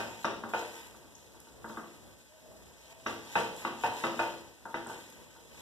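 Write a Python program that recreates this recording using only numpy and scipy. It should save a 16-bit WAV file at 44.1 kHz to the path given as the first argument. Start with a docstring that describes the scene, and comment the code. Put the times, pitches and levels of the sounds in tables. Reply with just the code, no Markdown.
"""Wiping food round a loose frying pan

In a hard-walled kitchen, each push of the cook's hand tips the pan against the stove grate. The impact
excites the pan's modes: a dull clack when it is held down, a ringing clank when it rocks free.
Friction of the food on the pan floor makes a hiss. A few bright ticks sound, from the pan touching
the grate again or during the wiping. A faint tone swells twice, and low room noise lies under it all."""
import sys
import numpy as np
from scipy import signal
from scipy.fft import rfft, irfft
from scipy.io import wavfile
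from scipy.ndimage import uniform_filter1d

SR = 44100
rng = np.random.default_rng(int(sys.argv[2]) if len(sys.argv) > 2 else 0)


def master_out(mix):
    """Clip the mix to full scale and print it as 16-bit PCM to the path in sys.argv[1]."""
    frames = np.transpose(np.atleast_2d(mix))
    ceiling = np.clip(frames, -1, 1)
    pcm = np.round(ceiling * 32767).astype(np.int16)
    wavfile.write(sys.argv[1], SR, pcm)


N = 247401


def amp(db):
    return 10 ** (np.asarray(db) / 20)


def unit(x):
    return x / np.sqrt(np.mean(x ** 2) + 1e-20)


def curve_at(points, hz):
    f, value = np.transpose(points)
    return np.interp(np.log(hz + 1), np.log(f + 1), value)


def bins(x):
    return np.fft.rfftfreq(x.shape[-1], 1 / SR)


def colour(x, points):
    """Zero-phase filtering by a curve of (frequency [Hz], gain [dB])."""
    return irfft(rfft(x) * amp(curve_at(points, bins(x))), x.shape[-1])


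def add(mix, time_s, sound):
    start = round(time_s * SR)
    sound = sound[:, max(-start, 0):]
    part = mix[:, max(start, 0):][:, :sound.shape[1]]
    part += sound[:, :part.shape[1]]


def wander(rate_hz):
    """Random modulation: low-passed noise of unit rms."""
    noise = rng.standard_normal(N)
    return unit(irfft(rfft(noise) / (1 + (bins(noise) / rate_hz) ** 4), N))


# likeness of sound at the two microphone ports: (frequency [Hz], correlation [-1..1])
COHERENCE = [(60, 0), (125, .55), (250, .78), (600, .88), (1100, .97), (1500, .7), (1750, .2), (2100, .9),
             (2250, .995), (2400, .94), (2550, .7), (2780, .15), (3350, .98), (3950, .55), (4300, .92),
             (4450, .98), (4650, .85), (5050, .35), (5550, .85), (6200, .55), (6700, .7), (10000, .28),
             (14000, .3)]
def diffuse(size, coherence=COHERENCE):
    """A diffuse field: noise from all round is only partly coherent at two points."""
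    noise = rng.standard_normal((2, size))
    common, separate = rfft(noise)
    alike = np.clip(curve_at(coherence, bins(noise)), -1, 1)
    return irfft(np.array([common, alike * common + np.sqrt(1 - alike ** 2) * separate]), size)


# decay of sound in the kitchen: (frequency [Hz], t60 [s])
REVERB_TIMES = [(100, 1), (260, 0.798), (700, 0.5786), (1800, 0.4046), (4500, 0.67215), (12000, 0.37806)]
def kitchen(x, build_s=0.01006):
    """Reverberation: wall reflections build up, then each band decays exponentially at its own rate."""
    hz, t, bands = signal.stft(diffuse(SR), SR, nperseg=256)
    decay = amp(-60 * t / curve_at(REVERB_TIMES, hz)[:, None])
    onset = 1 - np.exp(-(t / build_s) ** 2)
    tail = signal.istft(bands * decay * onset, SR, nperseg=256)[1]
    return signal.fftconvolve(x, tail / np.linalg.norm(tail[0]), axes=1)[:, :x.shape[1]]


# short-lived modes of metal striking metal: (frequency [Hz], t60 [s], level [dB])
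CRACK_MODES = [(901.9, 0.0378, 1), (1146.4, 0.03439, 2), (1399.2, 0.034, 0.5), (1560.4, 0.03259, 0.5),
               (2035.9, 0.04227, -5.5), (2371.3, 0.03137, -5.5), (2755.5, 0.03824, -9.5),
               (3710, 0.06178, -12), (5702.3, 0.0347, -18)]
def crack(t, detune=0.01826, rise_s=0.000448):
    """Impulse excitation: the contact starts all its modes at the same instant."""
    hz, t60, db = np.transpose(CRACK_MODES)[:, :, None]
    hz = hz * (1 + detune * rng.uniform(-0.8896, 1, hz.shape))
    modes = amp(db - 60 * t / t60) * np.sin(2 * np.pi * (hz * t + rng.random(hz.shape)))
    return modes.sum(0) * (1 - np.exp(-t / rise_s))


# crowded resonances of the stove top: (frequency [Hz], spectral level [dB])
STOVE_SPECTRUM = [(45, -37.5), (110, -15), (230, -6), (600, 2.5), (1000, -3.5), (1800, -5), (2200, -10.5),
                  (2700, -4.5), (3900, -15.5), (6000, -20.5), (8000, -27.5), (14000, -39.5)]
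def clatter(t, rise_s=0.007003, decay_s=0.02262, buzz_s=0.08617, buzz_db=-14):
    """Modal overlap: dense resonances merge into noise, with a short buzz as the pan settles."""
    decay = np.exp(-t / decay_s) + amp(buzz_db) * np.exp(-t / buzz_s)
    return colour(diffuse(len(t)), STOVE_SPECTRUM) * decay * (1 - np.exp(-t / rise_s))


# modes of pan and grate: (frequency [Hz], unscaled t60 [s], level held [dB], level free [dB])
PAN_MODES = [(111.09, 0.6805, -18.5, -18), (226.31, 0.32665, -3.5, -15), (336.91, 0.5462, -3, -12),
             (463.82, 0.516, -19, -3.5), (513.77, 0.371, -6.5, -8), (597.56, 0.173, -7.5, -15.5),
             (728.18, 0.1846, -9, -2), (817.44, 0.16085, -5, -.5), (887.54, 0.1725, -12.5, -3.5),
             (910.8, 0.21287, -4.5, 6.5), (935.67, 0.1977, 0.5, -4.5), (973.3, 0.3583, -14.5, -5),
             (1139.9, 0.1633, 0.5, -18.5), (1239.6, 0.2127, 0, -14), (1298.2, 0.1716, -3, -19),
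             (1453.6, 0.13106, -2.5, -2.5), (1548.6, 0.13496, -3.5, -6), (1744, 0.2538, -10, -9.5),
             (1994.9, 0.08836, 0.5, -18), (2077.7, 0.229, -19.5, -13.5), (2476, 0.1015, -10, -2.5),
             (2530.3, 0.2373, -10.5, -2.5), (2693, 0.1701, -17.5, -14), (3123.4, 0.4192, -16, 1.5),
             (4047.7, 0.3735, -22.5, -2), (4381, 0.25, -26, -12)]
ROCK_HZ, ROCK_RAD = 28.131, 0.548  # a free pan shivers: mean rate, depth of phase modulation
RIM_HZ, RIM_SWELL_S = 2900, 0.03847  # higher modes lie in the rim, which the blow reaches late
def pan_ring(t, freedom, held_sustain=0.6684, free_extra=0.273, build_cycles=0.5537, detune=0.003948):
    """Damped modal vibration: the hand shortens the pan's ring, and rocking makes it waver."""
    hz, t60, held_db, free_db = np.transpose(PAN_MODES)[:, :, None]
    phase, rock_phase, rock_speed = rng.random((3, len(PAN_MODES), 1))
    scatter_db, shift = rng.standard_normal((2, len(PAN_MODES), 1))
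    hz = hz * (1 + detune * shift)  # the pan never lands twice on the same spot
    t60 = t60 * (held_sustain + free_extra * freedom)
    db = held_db + freedom * (free_db - held_db) + scatter_db
    envelope = amp(db - 60 * t / t60) / np.sqrt(t60)
    envelope *= 1 - np.exp(-t * hz / build_cycles)  # low modes swell more slowly
    envelope *= np.where(hz > RIM_HZ, (1 - np.exp(-t / RIM_SWELL_S)) ** 4, 1)
    sway = freedom * ROCK_RAD * np.sin(2 * np.pi * (ROCK_HZ * (.5 + rock_speed) * t + rock_phase))
    path_rad = rng.uniform(-0.5564, 0.4929, (2, len(PAN_MODES), 1))  # from each mode to each port
    angle = 2 * np.pi * (hz * t + phase) + sway + path_rad
    return (envelope * np.sin(angle.astype(np.float32))).sum(1)


def knock(level_db, freedom, firm_db=-33.5, ring_room_db=-5, clack_room_db=-2):
    """One impact excites crack, clatter and ring; a softer blow has more bass and less treble."""
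    def by_freedom(held, free):
        return held + freedom * (free - held)

    size = SR * 2 // 3
    t = np.arange(size) / SR
    clack = amp(by_freedom(held=-1.5, free=-6)) * unit(clatter(t))
    clack += amp(by_freedom(held=-1, free=-11)) * unit(crack(t))
    ring = unit(pan_ring(t, freedom))
    sound = ring + clack + kitchen(amp(ring_room_db) * ring + amp(clack_room_db) * clack)
    softness_db = max(firm_db - level_db, 0)
    bass_db = by_freedom(held=5, free=0) + 0.331 * softness_db
    treble_db = by_freedom(held=0.1509, free=-3) - 1.4892 * softness_db
    padded = np.pad(sound, ((0, 0), (0, SR - size)))
    sound = colour(padded, [(280, bass_db), (600, 0), (1650, 0), (2400, treble_db)])[:, :size]
    return amp(level_db) * sound / np.std(sound[:, t < .04])


# blows of pan on grate: (time [s], level [dB], freedom [0 held down to 1 rocking free])
PAN_BLOWS = [(-0.035, -30, 0.6458), (0.2447, -30, 0), (0.4362, -40, 0), (0.5355, -30.5, 0.7845),
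             (0.9457, -57.5, 0.046), (1.0428, -60.5, 0.0052), (1.3445, -59, 0.705), (1.4707, -59, 0.6595),
             (1.643, -43.5, 0.1707), (1.696, -47, 0.0997), (1.772, -41, 0.046), (3.0618, -33.5, 0),
             (3.3544, -26, 0.8465), (3.6487, -32.5, 0.025), (3.8361, -27.5, 1), (4.038, -30, 0.172),
             (4.1917, -28.5, 0.826), (4.6543, -43.5, 0.7156), (4.742, -35, 0.1577), (4.8624, -45.5, 0.489),
             (4.8967, -42.5, 0.7805), (5.3616, -57.5, 0.7944)]
def knocks():
    """Superposition: the impacts add up as the pan tips to and fro."""
    out = np.zeros((2, N))
    for time_s, level_db, freedom in PAN_BLOWS:
        add(out, time_s, knock(level_db, freedom))
    return out


# strokes of the food over the pan:
# (time of top speed [s], level [dB], 10 dB swell [s], 10 dB fade [s], extra top treble [dB])
FOOD_STROKES = [(0.01, -51, 1.7935, 0.1124, -1), (0.24, -54.5, 0.3421, 0.0542, -0.5),
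                (0.49, -55.5, 0.002, 0.0965, 3), (0.59, -48.5, 0.0385, 0.1215, -3),
                (0.784, -54, 0.1669, 0.1316, 3), (1.16, -68, 0.1074, 0.2532, 2.5),
                (1.69, -59, 0.0138, 0.2894, 0.5), (2.93, -59, 0.1826, 0.0011, -2),
                (3.1, -52.5, 0.0526, 0.0989, 0), (3.35, -50.5, 0.134, 0.084, 0),
                (3.4, -49.5, 0.036, 0.1031, 1), (3.61, -50.5, 0.0905, 0.0949, 1.5),
                (3.845, -50.5, 0.062, 0.0819, 1.5), (4.0, -48, 0.093, 0.0986, 0.5),
                (4.2, -49.5, 0.0785, 0.1631, -1), (4.7, -64.5, 0.0066, 0.2917, 2.5),
                (4.901, -54, 0.0446, 0.2833, 0.5), (5.6, -57, 0.0948, -2.2586, 1)]
def wiping(t, brightness=0, resting_db=-69.5):
    """Incoherent addition: the strokes and a light steady sliding sum in power to one envelope."""
    peak_s, db, swell_s, fade_s, fizz_db = np.transpose(FOOD_STROKES)[:, :, None]
    drop_db = 10 * np.maximum((peak_s - t) / swell_s, (t - peak_s) / fade_s)
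    strokes = amp(db + brightness * fizz_db - drop_db)
    return np.sqrt((strokes ** 2).sum(0) + amp(resting_db) ** 2)


def rasp(x, depth_db=3, width_bins=3, length_frames=9):
    """Spectral modulation: random, brief narrow-band patches make the hiss rasp."""
    bands = signal.stft(x, nperseg=512, noverlap=384)[2]
    patches = uniform_filter1d(rng.standard_normal(bands.shape[1:]), width_bins, 0)
    patches = uniform_filter1d(patches, length_frames, 1)
    return signal.istft(bands * amp(depth_db * unit(patches)), nperseg=512, noverlap=384)[1][:, :N]


# hiss of food on metal: (frequency [Hz], spectral level [dB])
FRICTION_SPECTRUM = [(45, -40), (100, -23), (500, -23.5), (1300, -14.5), (2000, -10.5), (3200, 6),
                     (5000, -0.5), (7300, 2.5), (9500, -6), (12500, -5), (14200, -10)]
def rubbing(hiss_db=1.5, grit_db=-7, crumbs_per_s=260, slips_per_s=600, slip_db=1, room_db=-3):
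    """Sliding friction: a hiss, crackling crumbs, and tiny slips that drive the pan's modes."""
    t = np.arange(N) / SR
    stroke = wiping(t)
    grainy_noise = diffuse(N) * amp(-wander(300))
    hiss = unit(rasp(colour(grainy_noise, FRICTION_SPECTRUM)))
    crumbs = rng.uniform(0.1491, 1, N) ** 2 * (rng.random(N) < crumbs_per_s / SR)
    bursts = signal.fftconvolve(crumbs, np.exp(-t[:SR // 100] / 0.0006093))[:N]
    grit = unit(colour(diffuse(N) * bursts, FRICTION_SPECTRUM))
    slips = rng.uniform(-1.0501, 1, (1, N)) * (rng.random(N) < slips_per_s / SR)
    slips = colour(slips, [(120, -17.5), (450, -5), (1300, -1), (2000, 2.5)])
    damped_pan = pan_ring(t[:SR // 4], freedom=0.2992, held_sustain=0.07444, free_extra=0.0401)
    body = unit(signal.fftconvolve(slips, damped_pan, axes=1)[:, :N]) * stroke
    body += amp(room_db) * kitchen(body)
    scrape = amp(hiss_db) * hiss + amp(grit_db) * grit
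    fizz = colour(scrape, [(6500, -30), (9000, 0)])
    return (scrape - fizz) * stroke + fizz * wiping(t, brightness=1) + amp(slip_db) * body


# low room noise and high hiss: (frequency [Hz], spectral level [dB])
WASH_SPECTRUM = [(43, -38.5), (56, 5.5), (80, 0), (195, -2.5), (235, 0), (285, -3.5), (550, -2),
                 (900, -10.5), (1900, -19), (2400, -27)]
HISS_SPECTRUM = [(30, -24), (1200, -4.5), (3200, 0), (5000, -1.5), (7300, 0.5), (9500, -4), (14200, -9)]
# likeness of the low noise at the two ports: (frequency [Hz], correlation [-1..1])
WASH_COHERENCE = [(240, -0.2942), (600, 0.6551), (1100, 0.9843), (1450, 0.113), (2200, 1)]
def room_noise(wash_db=-58.5, hiss_db=-63, swell_db=2.5, flutter_db=1.5):
    """Amplitude-modulated noise: a low wash swells a little and the hiss above it flickers."""
    wash = unit(colour(diffuse(N, WASH_COHERENCE), WASH_SPECTRUM))
    wash *= amp(wash_db + swell_db * wander(3.284))
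    hiss = unit(colour(diffuse(N), HISS_SPECTRUM))
    return wash + hiss * amp(hiss_db + flutter_db * wander(37.8))


# the pan touching the grate again just after a knock, and small snaps while wiping:
# (time [s], level [dB], centre [Hz], half-width [octaves], decay [s])
BRIGHT_TICKS = [(0.2532, -42.5, 5626, 0.1106, 0.00387), (1.1514, -51, 6382, 0.1956, 0.00503),
                (1.4019, -49.5, 9273, 1, 0.001766), (3.07, -45, 5859, 0.1325, 0.006074),
                (3.5646, -50, 8200, 0.745, 0.00525), (4.8695, -47, 8123, 0.2078, 0.00315),
                (5.1013, -51, 9356, 0.88, 0.00148)]
def ticks(room_db=-4):
    """Band-limited transients: each tick is a bright noise burst that decays exponentially."""
    out, t = np.zeros((2, N)), np.arange(2048) / SR
    for time_s, db, hz, octaves, decay_s in BRIGHT_TICKS:
        band = np.exp(-(np.log2((bins(t) + 1) / hz) / octaves) ** 2)
        tick = irfft(rfft(diffuse(len(t))) * band) * np.exp(-t / decay_s)
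        add(out, time_s, amp(db) * tick / np.std(tick[:, t < .003]))
    return out + amp(room_db) * kitchen(out)


# swells of a faint tone: (peak time [s], relative level [dB])
TONE_SWELLS = [(2.44, -54), (2.94, -59)]
TONE_HZ, TONE_RISE_HZ_PER_S = 625.4, 65  # pitch at the first swell, and its climb
def thin_tone(swell_s=0.13046, waver=.025, flutter_db=2.5, gain_db=-2.3, room_db=-9):
    """Random frequency and amplitude modulation make a slowly rising sine unsteady."""
    t = np.arange(N) / SR
    hz = TONE_HZ + TONE_RISE_HZ_PER_S * (t - TONE_SWELLS[0][0])
    cycles = np.cumsum(hz * (1 + waver * wander(82.02))) / SR
    swells = sum(amp(db - 10 * ((t - peak_s) / swell_s) ** 4) for peak_s, db in TONE_SWELLS)
    envelope = swells * amp(gain_db + flutter_db * wander(40.16))
    tone = envelope * np.sin(2 * np.pi * cycles) * np.ones((2, 1))
    return tone + amp(room_db) * kitchen(tone)


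# brief clattering pulses just after some knocks: (time [s], level [dB])
CLATTER_PULSES = [(3.3775, -37.5), (3.39, -36), (3.863, -37.5), (4.0672, -35)]
def clatter_pulses(decay_s=0.00469, room_db=-5):
    """Exponential decay: dull noise bursts with the clatter's spectrum die within milliseconds."""
    out, t = np.zeros((2, N)), np.arange(2048) / SR
    for time_s, db in CLATTER_PULSES:
        pulse = colour(diffuse(len(t)), STOVE_SPECTRUM) * np.exp(-t / decay_s)
        add(out, time_s, amp(db) * pulse / np.std(pulse[:, t < .005]))
    return out + amp(room_db) * kitchen(out)


def scene():
    """Linear superposition: the pressures of all sources add."""
    return knocks() + clatter_pulses() + rubbing() + ticks() + thin_tone() + room_noise()


# phase difference between the ports: (frequency [Hz], lead of left [rad])
PORT_PHASE = [(330, 0), (620, -.7), (1050, 0), (1550, .3), (1750, 1.6), (2000, 2.7), (2150, 3.05),
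              (2400, 3.2), (2550, 3.35), (3100, 6), (3600, 6.5), (4400, 9.3), (5500, 12.6), (6550, 15.7),
              (8900, 22), (11200, 28.3), (14000, 34)]
# level difference between the ports: (frequency [Hz], left minus right [dB])
PORT_BALANCE = [(80, -1.5), (300, 2.5), (1500, 0.2605), (3000, -0.43), (8300, 1), (10500, -0.5),
                (12500, -3.5), (14000, -3.5)]
def record(dry, cutoff_hz=14280):
    """Two-point reception: the ports differ in phase and level, and a low-pass limits the band."""
    padded = np.pad(dry, ((0, 0), (0, SR // 10)))
    hz = bins(padded)
    left = amp(curve_at(PORT_BALANCE, hz) / 2)
    right = np.exp(-1j * curve_at(PORT_PHASE, hz)) / left
    ports = irfft(rfft(padded) * np.array([left, right]), padded.shape[1])[:, :N]
    lowpass = signal.firwin(511, cutoff_hz, window=("kaiser", 9), fs=SR)
    return signal.oaconvolve(ports, lowpass[None], "same")


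dry = scene()
out = record(dry)
master_out(out)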